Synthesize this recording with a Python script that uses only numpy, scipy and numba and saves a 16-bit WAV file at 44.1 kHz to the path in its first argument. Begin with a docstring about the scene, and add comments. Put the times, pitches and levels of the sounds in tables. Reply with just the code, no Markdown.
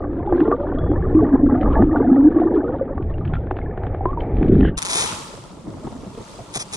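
"""Trapped air glugs and bubbles plink around a camera in a housing just under the sea surface: sine plops
and noisy resonances. Shaped noise and bubble clouds rumble and rush, short rings tick on the housing, and
gliding sines sing, until a last surge of large bubbles. Then the scene jumps above water, to the side of an
inflatable boat: waves of coloured noise and bubbles lap on the tube, foam fizzes, and trains of rib ticks
zip like ribbed waterproof cloth close to the microphone."""
import sys
import numpy as np
from scipy import signal
from scipy.fft import rfft, irfft, next_fast_len
from scipy.io import wavfile
from scipy.ndimage import uniform_filter1d, minimum_filter1d
from numba import njit

SR = 44100
rng = np.random.default_rng(int(sys.argv[2]) if len(sys.argv) > 2 else 0)


def persist_wave(psi):
    """Save psi, clipped to +-1, as 16-bit WAV."""
    counts = np.round(np.clip(psi, -1, 1) * 32767).astype(np.int16)
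    wavfile.write(sys.argv[1], SR, np.atleast_2d(counts).T)


N = 298116
TIME = np.arange(N) / SR
SURFACE_S = 4.778  # the jump from below to above water


def undb(db):
    """Decibels to gain."""
    return 10 ** (np.asarray(db) / 20)


def unit(x):
    """Scale to rms 1."""
    return x / np.sqrt(np.mean(x ** 2))


def swell(curve):
    """Gain that follows a curve of (time [s], level [dB])."""
    return undb(np.interp(TIME, *np.transpose(curve)))


def envelope(start_s, attack_s, hold_s, release_s):
    """Gain that grows exponentially to 1 at the start, holds and dies away exponentially."""
    early = np.maximum(start_s - TIME, 0)
    late = np.maximum(TIME - start_s - hold_s, 0)
    return np.exp(-np.minimum(early / attack_s + late / release_s, 30))


def bursts(rows, decay_s):
    """Gain that leaps up at each (time [s], level [dB], ..) and dies away."""
    leaps = sum(undb(db) * (TIME > s) * np.exp(-np.abs(TIME - s) / decay_s) for s, db, _ in rows)
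    return uniform_filter1d(leaps, size=100)


def noise():
    """White noise."""
    return rng.standard_normal(N)


def colour(x, points):
    """Causal minimum-phase filter with the given (frequency [Hz], level [dB]) response; the result has rms 1."""
    hz, db = np.transpose(points)
    size = next_fast_len(N + 4096)
    grid = np.maximum(np.fft.rfftfreq(size, 1 / SR), 1)
    response_db = np.interp(np.log(grid), np.log(hz), db, left=-110, right=-110)
    # folding the cepstrum onto positive times makes the filter causal
    cepstrum = irfft(np.log(undb(response_db)), size)
    cepstrum[1:size // 2] *= 2
    cepstrum[size // 2 + 1:] = 0
    return unit(irfft(rfft(x, size) * np.exp(rfft(cepstrum)), size)[:N])


def walk(hz):
    """Smooth random wander with rms 1: noise low-passed at hz."""
    return unit(signal.sosfilt(signal.butter(2, hz, fs=SR, output="sos"), noise()))


def resonance(hz, width_hz):
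    """A randomly driven resonance whose centre may move: two slow noises on a cosine and a sine."""
    phase = 2 * np.pi * np.cumsum(hz * np.ones(N)) / SR
    return unit(walk(width_hz / 2) * np.cos(phase) + walk(width_hz / 2) * np.sin(phase))


@njit
def add(out, start, size, hz, t60, glide, attack, hold):
    """Add decaying sines that swell over attack s and shift in pitch by the share glide over their t60."""
    for k in range(len(start)):
        first, phase = int(start[k] * SR), 0.
        for i in range(max(0, -first), min(int(t60[k] * SR), len(out) - first)):
            age = i / SR / t60[k]
            phase += 2 * np.pi * hz[k] * (1 + glide * (age - .2)) / SR
            onset = 1 - np.exp(-(i / SR / attack) ** 2)
            decay = np.exp(-6.9 * age ** hold)  # hold above 1 lingers first, then drops faster
            out[first + i] += size[k] * onset * decay * np.sin(phase)


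def rings(rows, glide, attack_s, hold=1):
    """Play rows of (time [s], level [dB], pitch [Hz], t60 [s])."""
    s, db, hz, t60 = np.array(rows, float).T.copy()
    out = np.zeros(N)
    add(out, s, undb(db), hz, np.maximum(t60, 1 / SR), float(glide), float(attack_s), float(hold))
    return out


def plops(rows, cycles, glide, attack_s):
    """Play bubbles (time [s], level [dB], pitch [Hz]); equal cycles per ring make large, low ones last longer."""
    rows = np.array(rows, float)
    return rings(np.c_[rows, cycles / rows[:, 2]], glide, attack_s, hold=1.022)


def bubbles(count, low_hz, high_hz, cycles, spread_db, glide):
    """A cloud of bubbles at random times, with equal power at all pitches; spread_db spreads their levels."""
    when, pitch, size, life = rng.random((count, 4)).T
    hz = low_hz + (high_hz - low_hz) * pitch
    # a positive spread makes a few stand out, a negative one makes a few faint
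    db = 10 * np.log10(hz) - spread_db * np.log(1 - .97 * size)
    t60 = cycles * (.5 + life) / hz
    return unit(rings(np.c_[when * N / SR, db, hz, t60], glide, 1 / high_hz))


def trapped_air():
    """Air pockets hum as they empty, and bubbles break off; each bubble rises in pitch as it nears the surface."""
    # ringing pockets: (time [s], length [s], level [dB], first pitch [Hz], last pitch [Hz])
    pockets = [(0, 0.49, -27.5, 305, 369.7), (1.144, 0.51, -22.5, 310, 271.2),
               (1.898, 0.7, -19.5, 300, 341.3), (2.621, 0.36, -35.5, 335, 349.3),
               (3.217, 0.15, -25, 125, 108.7)]
    # single bubbles, from big gulps to tiny pings: (time [s], level [dB], pitch [Hz])
    single_bubbles = [(0.273, -14, 830), (.322, -1.5, 347.6), (0.41, -4.5, 312), (0.482, -9.5, 288),
                      (.513, -18, 622), (0.524, -8.5, 1170), (.786, -37.5, 3360), (0.898, -9.5, 303),
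                      (1.024, -29, 1690), (1.147, 1.5, 316), (1.167, -1, 323.5), (1.19, -20, 1130),
                      (1.227, -3.5, 278.5), (1.224, -14.5, 686), (1.334, 2, 270.5), (1.43, -2.5, 285.6),
                      (1.453, -5.5, 253), (1.524, -2.5, 249), (1.55, -15.5, 725), (1.754, -21.5, 1705),
                      (1.768, -12, 877), (1.788, -15, 659), (1.798, -7, 347), (1.83, -5.5, 312),
                      (1.947, -19.5, 828), (1.958, -6, 269), (2.005, -13.5, 468), (2.179, -17, 536),
                      (2.113, 3, 261), (2.361, -1.5, 311), (2.4, -4.5, 316), (2.416, -11, 713),
                      (2.456, -2, 328), (2.55, -6.5, 406), (2.57, -3, 301), (2.81, -7.5, 536),
                      (2.906, -16, 546), (3.099, -39, 1820), (3.14, -42, 2810), (3.21, -32, 1206),
                      (3.366, -28, 1370), (3.615, -36, 2150), (3.66, -34, 1730), (3.71, -37, 1750),
                      (4.007, -16, 778), (4.055, -11, 994), (4.13, -22.5, 1155), (4.173, -16, 938),
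                      (4.204, -36, 3110), (4.629, -26, 1780), (4.651, -25, 1625), (4.661, -35, 2950),
                      (4.674, -30.5, 1520), (4.742, -43, 1560), (4.755, -47, 2830)]
    emptying_power = 2.8  # the pitch moves late
    pocket_db_per_octave = -9.5  # a smaller pocket is quieter
    out = np.zeros(N)
    for s, length, db, first_hz, last_hz in pockets:
        emptied = np.clip((TIME - s) / length, 0, 1) ** emptying_power
        hz = first_hz + (last_hz - first_hz) * emptied
        level_db = db + pocket_db_per_octave * np.log2(hz / first_hz)
        out += resonance(hz, width_hz=77.0) * undb(level_db) * envelope(s, 0.057, length, 0.045)
    for s, db, hz in single_bubbles:
        cycles = 33 * (hz / 300) ** 0.54  # higher bubbles ring for more cycles
        out += plops([(s, db, hz)], cycles, glide=0.045, attack_s=1.2 / hz)
    return out


def crackle():
    """Tiny bubbles bursting against the housing: a dense cloud of short, high rings."""
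    # colour of the crackle: (frequency [Hz], density [dB per Hz])
    crackle_colour = [(700, -10), (1400, 4.5), (1750, 0.5), (2300, -3), (2800, -9), (3350, -6.5),
                      (4100, -16.5), (6000, -31), (9000, -69)]
    cloud = bubbles(count=9000, low_hz=650, high_hz=4700, cycles=22, spread_db=4.0, glide=.05)
    return colour(cloud, crackle_colour)


def underwater_flow():
    """Pressure swings rumble over a soft rush; clouds of bubbles churn and swarm along one shared level curve."""
    # colours of rumble, churn, swarm and rush: (frequency [Hz], density [dB per Hz])
    rumble_colour, churn_colour = [(11, -13), (18, -0.5), (38, -5.5), (86, -4), (135, -11.5), (190, -15.5),
                                   (250, -31.5), (420, -120)], [(90, -23.5), (170, -13.5), (260, -1), (360, -1.5),
                                                   (500, -8.5), (700, -16.5), (900, -19), (1200, -44)]
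    swarm_colour, rush_colour = [(350, -20), (520, 0), (800, -1), (1000, -5), (1170, -3), (1350, -10),
                                 (1750, -13), (2000, -25), (2400, -41), (4000, -70)], [(280, -7), (400, 5.5), (615, 0), (800, 1.5), (1020, -16),
                                                (1600, -21), (2300, -23.5), (2700, -38.5), (3600, -48),
                                                (5000, -73.5)]
    # how hard the water pushes on the housing: (time [s], relative level [dB])
    push = [(0.0, -26), (0.62, -28.5), (.79, -22), (.85, -14.5), (.9, -21), (0.97, -16.5), (1.2, -20.5),
            (1.3, -25.5), (1.45, -22), (1.5, -18), (1.54, -25.5), (1.72, -14), (1.92, -23), (2.13, -30.5),
            (2.88, -30.5), (3.02, -21.5), (3.33, -23.5), (3.77, -26), (3.86, -24.5), (3.97, -24.5),
            (4.22, -23), (4.3, -20), (4.64, -12), (4.75, -25)]
    # level of the churn and swarm, which dips briefly after a loud gulp: (time [s], relative level [dB])
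    cloud_level = [(0.0, -33), (.09, -41), (.21, -38.5), (0.3, -33.5), (0.5, -34), (.69, -35), (.78, -37),
                   (0.91, -35), (1.15, -36), (1.6, -32), (1.83, -31.5), (1.865, -39), (1.91, -36.5),
                   (1.94, -30), (2.25, -36), (2.65, -34), (2.9, -40), (3.08, -43), (3.88, -43.5),
                   (4.75, -44.5)]
    # clusters of tiny bubbles: (time [s], level of the crackle before its fits [dB])
    fizzing = [(0, -72), (.22, -64), (.38, -55), (.62, -63), (1.15, -62), (1.5, -62), (1.66, -56.5),
               (2.1, -60), (2.72, -61), (2.92, -69), (3.24, -65.5), (3.6, -61.5), (3.72, -75.5),
               (4.17, -64.5), (4.4, -58), (4.7, -71)]
    # water sliding along the housing: (time [s], level of the rush before its flutter [dB])
    sliding = [(0, -47.5), (1.8, -44), (2.75, -45), (3.07, -40.5), (3.45, -40), (4.05, -33), (4.45, -38),
               (4.75, -44)]
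    rumble_db, churn_db, swarm_db = -1, 10, -2  # relative to the push and cloud level curves
    swarm_thinning = 0.68  # extra dB of swarm per dB of cloud level

    rumble = colour(noise(), rumble_colour) * swell(push) * undb(rumble_db)
    large = bubbles(count=2000, low_hz=117.0, high_hz=978.5, cycles=17, spread_db=1.5, glide=0.34)
    churn = colour(large, churn_colour) * undb(churn_db)
    small = bubbles(count=2200, low_hz=429.3, high_hz=2494, cycles=66, spread_db=3.0, glide=0.17)
    swarm = colour(small + undb(-8) * noise(), swarm_colour) * undb(2.6 * walk(24)) * undb(swarm_db)
    rush = colour(noise(), rush_colour) * swell(sliding) * undb(3.0 * walk(8.8))
    # the crackle comes in fits, and rises with the surge
    fits = swell(fizzing) * undb(4.5 * walk(14))
    fine = crackle() * (fits + surge_gain() * undb(-39.5))
    # where the clouds are quiet, the swarm of small bubbles drops further than the churn
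    cloud_gain = swell(cloud_level)
    thinning = (cloud_gain / cloud_gain.mean()) ** swarm_thinning
    return rumble + rush + (churn + swarm * thinning) * cloud_gain + fine


def taps_and_clicks():
    """Each contact or click cracks briefly, rings a little differently and adds a puff of tiny bubbles."""
    # taps on the housing, and two faint broadband clicks of the limiter at loud gulps (1.148 s, 2.57 s):
    # (time [s], relative level [dB], tilt [dB per octave])
    ticks = [(.041, -31, -11.5), (.324, -24, -15), (0.403, -16, -0.5), (0.477, -29.5, -15.5),
             (0.514, -17.5, -9.5), (.915, -28, -13), (1.148, -33, 4), (1.522, -28.5, -12.5),
             (1.55, -26.5, -3), (1.612, -28, 9), (1.63, -35, 10), (1.822, -17.5, -9.5), (2.398, -25, -8),
             (2.57, -35, 0), (2.978, -25.5, -7.5), (3.025, -39, 11), (3.181, -31, 4), (3.252, -34, 12.5),
             (3.277, -32, 9), (3.336, -16.5, 3), (3.353, -23, 2), (3.47, -31, -3), (3.51, -16, -5.5),
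             (3.567, -26, 4.5), (3.587, -23, -3), (3.775, -24, -5.5), (3.834, -24, -4.5),
             (3.867, -23.5, -2), (3.946, -25.5, -8), (4.055, -21.5, -11), (4.207, -28, 8), (4.368, -40, 17),
             (4.428, -22.5, 3.5), (4.483, -31.5, 12), (4.52, -38.5, 12.5), (4.546, -33, -1),
             (4.608, -26.5, 11), (4.629, -30.5, -11), (4.649, -22.5, -6)]
    # what the housing rings with: (nominal pitch [Hz], relative level [dB], t60 [s])
    modes = [(362.7, -12.5, 0.061), (565, -7.5, 0.0036), (774, 5.5, 0.014), (1010, 18.5, 0.0048),
             (1440, 6, 0.0094), (1782, -8, 0.023), (2240, -17.5, 0.01)]
    # colour of the crack: (frequency [Hz], density [dB per Hz])
    crack_colour = [(700, -13), (1500, 3), (2400, 7), (3200, 0), (4300, -16), (5200, -26.5), (8000, -37.5)]
    hz, db, t60 = np.transpose(modes)
    detune = 1 + 0.028 * rng.standard_normal((len(ticks), len(hz)))
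    rows = []
    for (s, peak, tilt), shift in zip(ticks, detune):
        mode_db = peak + db + tilt * np.log2(hz / 1700)
        rows.append(np.c_[np.full(len(hz), s), mode_db, hz * shift, t60])
    ringing = rings(np.vstack(rows), glide=0, attack_s=0.0015) * undb(0.5)
    # a brighter tilt makes the crack and the puff louder
    crack_gain = sum(undb(peak + tilt) * envelope(s, 0.0006, 0.0015, 0.0023) for s, peak, tilt in ticks)
    puff_gain = sum(undb(peak + tilt) * envelope(s, 0.003, 0.004, 0.014) for s, peak, tilt in ticks)
    cracks = colour(noise(), crack_colour) * crack_gain * undb(-21)
    puffs = crackle() * puff_gain * undb(-28)
    return ringing + cracks + puffs


def gliding_bubbles():
    """A bubble squeezed along the housing holds a wavering tone that slides with its size."""
    # singing bubbles: (time [s], length [s], level [dB], first pitch [Hz], last pitch [Hz]),
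    # before waver and flutter
    glides = [(0.295, 0.072, -18, 376, 332.4), (.385, 0.045, -17, 353, 384), (0.454, 0.1, -19, 425, 487),
              (0.587, .07, -24.5, 559, 590), (.8, .13, -61, 3390, 3400), (1.173, 0.046, -11.5, 323, 295),
              (1.217, 0.025, -13, 438, 412), (1.245, 0.1, -17, 279.6, 296.7), (1.367, .12, -17, 275.7, 288),
              (1.56, 0.078, -27, 710, 753), (1.796, .04, -10, 175, 298), (1.835, .04, -14, 309.6, 300),
              (2.069, 0.047, -12, 239, 320), (2.179, 0.06, -8.5, 269.8, 279), (2.25, 0.036, -2, 293.7, 302),
              (2.653, .11, -24.5, 453, 556), (4.068, 0.042, -27.5, 1000, 1140)]
    waver = 1 + .015 * walk(40)  # share of the pitch
    flutter = undb(2 * walk(35))
    out = np.zeros(N)
    for s, length, db, first_hz, last_hz in glides:
        hz = np.interp(TIME, [s, s + length], [first_hz, last_hz]) * waver
        tone = np.sin(2 * np.pi * np.cumsum(hz) / SR)
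        out += undb(db) * envelope(s, 0.005, length, 0.0035) * tone
    return out * flutter


def surge_gain():
    """The last surge builds, holds and drains."""
    return undb(-10.5) * envelope(4.493, attack_s=0.076, hold_s=0.12, release_s=0.05)


def surge():
    """A wave folds a mass of large bubbles over the housing and drains off with a sinking, bubbly squelch."""
    # colour of the surge: (frequency [Hz], density [dB per Hz])
    surge_colour = [(41, -57.5), (70, 7.5), (124, -5), (188, 4), (384, 3), (452, -5.5), (800, -29),
                    (1040, -79.5), (1760, -120)]
    # pockets of froth that the water drains through: (pitch before sinking [Hz], width [Hz], relative level [dB])
    froth_pockets = [(1794, 290, 0), (3050, 440, -8)]
    squelch_s, sink_octaves_per_s = 4.645, 0.61
    mass = bubbles(count=4000, low_hz=88.5, high_hz=880, cycles=5.6, spread_db=-1.0, glide=0.28)
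    large = colour(mass, surge_colour)
    sink = 2 ** (-sink_octaves_per_s * np.clip(TIME - squelch_s, 0, .1))
    froth = sum(undb(db) * resonance(hz * sink, width_hz) for hz, width_hz, db in froth_pockets)
    squelch_gain = undb(-37.5) * envelope(squelch_s, attack_s=0.018, hold_s=0.045, release_s=0.011)
    squelch = (froth + crackle() * undb(-9.5)) * squelch_gain
    return large * surge_gain() + squelch


def spread(source, side_db):
    """Two unrelated runs of a source as the middle and the sides of the stereo picture."""
    sides = source() * np.array([[1], [-1]])
    return unit(source() + undb(side_db) * sides)


def sea_surface():
    """Wavelets wash and slap against the tube, its air ringing under each lap; the foam they leave fizzes."""
    # colours of the wash and the foam: (frequency [Hz], density [dB per Hz])
    wash_colour, foam_colour = [(15, -45), (25, 0), (54, 1), (308, -2.5), (689, -8), (770, -13.5),
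                                (895, -11.5), (1330, -19), (1480, -29), (2200, -31), (2860, -69),
                                (4840, -120)], [(820, 11.5), (1350, 5.5), (1500, -3), (1830, -5.5),
                                              (3350, -2.5), (3970, -3.5), (8520, -7), (11000, -15),
                                              (15000, -44)]
    # waves that reach the boat: (time of the crest [s], wash level [dB], foam level [dB])
    waves = [(5.05, -34, -30), (5.85, -36, -50.5), (6.298, -41.5, -44.5), (6.719, -42, -43.5)]
    # laps against the tube: (time [s], relative level [dB], pitch [Hz])
    lap_rows = [(5.334, -23, 465), (5.374, -22, 585), (5.503, -29, 186), (5.67, -19, 312),
                (5.673, -32, 920), (5.687, -26, 167), (5.773, -27.5, 129), (5.845, -19, 330),
                (5.868, -17, 894), (5.873, -19.5, 395), (5.95, -24.5, 260), (6.03, -24.5, 276),
                (6.062, -22, 191), (6.175, -19.5, 464), (6.211, -32, 387), (6.389, -16, 680),
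                (6.559, -15, 710)]

    def wash_run():
        wavelets = bubbles(count=3500, low_hz=87.5, high_hz=2212, cycles=22.5, spread_db=0.0, glide=0.31)
        return colour(wavelets + undb(7.5) * noise(), wash_colour)

    def foam_run():
        fizz = bubbles(count=16000, low_hz=1300, high_hz=14000, cycles=21.0, spread_db=4.5, glide=0.19)
        return colour(fizz + undb(4) * noise(), foam_colour)

    wash = spread(wash_run, side_db=-9.0)
    foam = spread(foam_run, side_db=-1.5)
    # every wave lifts the wash and the foam above their calm levels
    wash_gain, foam_gain = undb(-45.5), undb(-60)
    for s, wash_db, foam_db in waves:
        wave = envelope(s, attack_s=0.35, hold_s=0.068, release_s=0.17)
        wash_gain = np.hypot(wash_gain, undb(wash_db) * wave)
        foam_gain = np.hypot(foam_gain, undb(foam_db) * wave)
    # every lap is a ringing air cavity and a short splatter of the wash
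    splatter = bursts(lap_rows, decay_s=0.012) * undb(-16.0)
    laps = plops(lap_rows, cycles=24.6, glide=0.12, attack_s=0.0038) * undb(-3.5)
    # the tube gives under each lap, a little later
    thud_hz, thud_lag_s, thud_db = 122, 0.0137, -11
    thud_rows = [(s + thud_lag_s, db + thud_db, thud_hz) for s, db, _ in lap_rows]
    thuds = plops(thud_rows, cycles=9.4, glide=-0.15, attack_s=0.0038)
    washing = wash * (wash_gain * undb(2 * walk(14.3)) + splatter)
    return washing + laps + thuds + foam * foam_gain


def disperse(x, pitches_hz):
    """All-pass filters that spread a click into a short ring without colouring it."""
    for hz in pitches_hz:
        _, poles = signal.iirnotch(hz, 4, fs=SR)
        x = signal.lfilter(poles[::-1], poles, x)
    return x


def cloth():
    """Ribs catch and slip, a rustling tick each; as they speed up, the ticks blur towards a smooth hiss."""
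    # strokes: (time [s], attack [s], hold [s], release [s], relative level [dB],
    # nominal rib rate [1/s], speed-up [octaves/s])
    strokes = [(4.7775, 0.0047, 0.012, 0.0032, -24, 238, 1.5),
               (4.82, 0.0009, 0.0098, 0.004, -23.5, 192, -1.5),
               (4.8505, 0.00091, 0.017, 0.0096, -25, 186, -0.5), (4.899, 0.01, 0.047, 0.023, -23.5, 325, 1),
               (4.974, 0.017, 0.051, 0.065, -22, 380, 15.5), (6.559, 0.013, 0.017, .004, -24.5, 370, 28.5),
               (6.73, 0.0061, 0.017, 0.026, -29.5, 390, 13)]
    # colour of the cloth: (frequency [Hz], density [dB per Hz])
    cloth_colour = [(240, -34), (400, -1.5), (673, -5), (850, -0.5), (1330, -2.5), (1500, -8), (2560, 0),
                    (2840, -20), (3250, -1.5), (3740, -0.5), (4250, -5), (4600, -7), (5100, -4),
                    (6000, -1.5), (7000, -3), (7900, -4), (8700, 4), (10700, -12.5), (12200, -33),
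                    (16500, -38)]
    # a tick lingers briefly at these pitches: [Hz]
    rib_rings = (3800, 6000, 9300)
    top_rate = 950  # ribs per s
    jitter_hz = 16  # ribs catch unevenly, which counts for less as they speed up
    click_share = .8  # clean click in a tick; the rest is rustle, so no two ticks are alike
    rustle_s = 0.00054  # decay of the rustle after each tick

    gains = np.array([undb(db) * envelope(s, attack, hold, release)
                      for s, attack, hold, release, db, _, _ in strokes])
    # the strongest stroke sets the pace
    start, *_, first_rate, speed_up = np.array(strokes)[gains.argmax(axis=0)].T
    rate = first_rate * 2 ** (speed_up * np.clip(TIME - start, -.05, .5))
    rate = np.minimum(rate, top_rate)
    turns = np.cumsum(rate * np.exp(jitter_hz / rate * walk(120))) / SR
    turns = turns - np.interp(start, TIME, turns)  # each stroke starts on a rib
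    clicks = (np.diff(np.floor(turns), prepend=0) != 0) * np.sqrt(SR / rate)
    since_rib_s = (turns % 1) / rate
    rustle = np.exp(-since_rib_s / rustle_s) * noise() * np.sqrt(2 / (rate * rustle_s))
    ticks = np.sqrt(click_share) * clicks + np.sqrt(1 - click_share) * rustle
    ticks = ticks * undb(2.0 * walk(250))
    blur = .65 * (rate / top_rate) ** 3
    ribs = np.sqrt(1 - blur) * disperse(ticks, rib_rings) + np.sqrt(blur) * noise()
    zipping = colour(ribs, cloth_colour) * gains.sum(axis=0) * undb(-1.5)
    # a thin squeak ends one stroke: a narrow ring in the hiss of the sliding cloth
    squeak = resonance(5650, width_hz=960) + colour(noise(), cloth_colour) * undb(4)
    squeak_gain = undb(-36.5) * envelope(6.6, attack_s=0.0094, hold_s=0.024, release_s=0.0065)
    sound = zipping + squeak * squeak_gain
    # it lies to one side: the left port hears it later, and the body scatters a part
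    late = np.roll(sound, 8)  # samples
    loudness = np.sqrt(np.abs(uniform_filter1d(sound ** 2, size=128)))
    scatter = colour(noise(), cloth_colour) * loudness * undb(-5)
    return np.array([late * undb(2.8) + scatter, sound - scatter])


def scene():
    """Under water both ports hear the same muffled sound; above it the sound opens into stereo."""
    # 10 ms ramps overlap around the jump
    under = np.clip((SURFACE_S - TIME) * 100 + 1, 0, 1)
    above = np.clip((TIME - SURFACE_S) * 100 + 1, 0, 1)
    muffle = signal.butter(8, 4700, fs=SR, output="sos")
    water = trapped_air() + underwater_flow() + taps_and_clicks() + gliding_bubbles() + surge()
    submerged = signal.sosfilt(muffle, water)
    return under * submerged + above * (sea_surface() + cloth())


def record(dry):
    """The camera's limiter ducks both channels around peaks above 0.8, and a steep low-pass cuts the top."""
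    allowed = np.minimum(1, .8 / (np.abs(dry).max(axis=0) + 1e-9))
    gain = uniform_filter1d(minimum_filter1d(allowed, size=500), size=500)
    top_cut = signal.ellip(8, .2, 70, 15900, fs=SR, output="sos")
    return signal.sosfilt(top_cut, dry * gain)


dry = scene()
out = record(dry)
persist_wave(out)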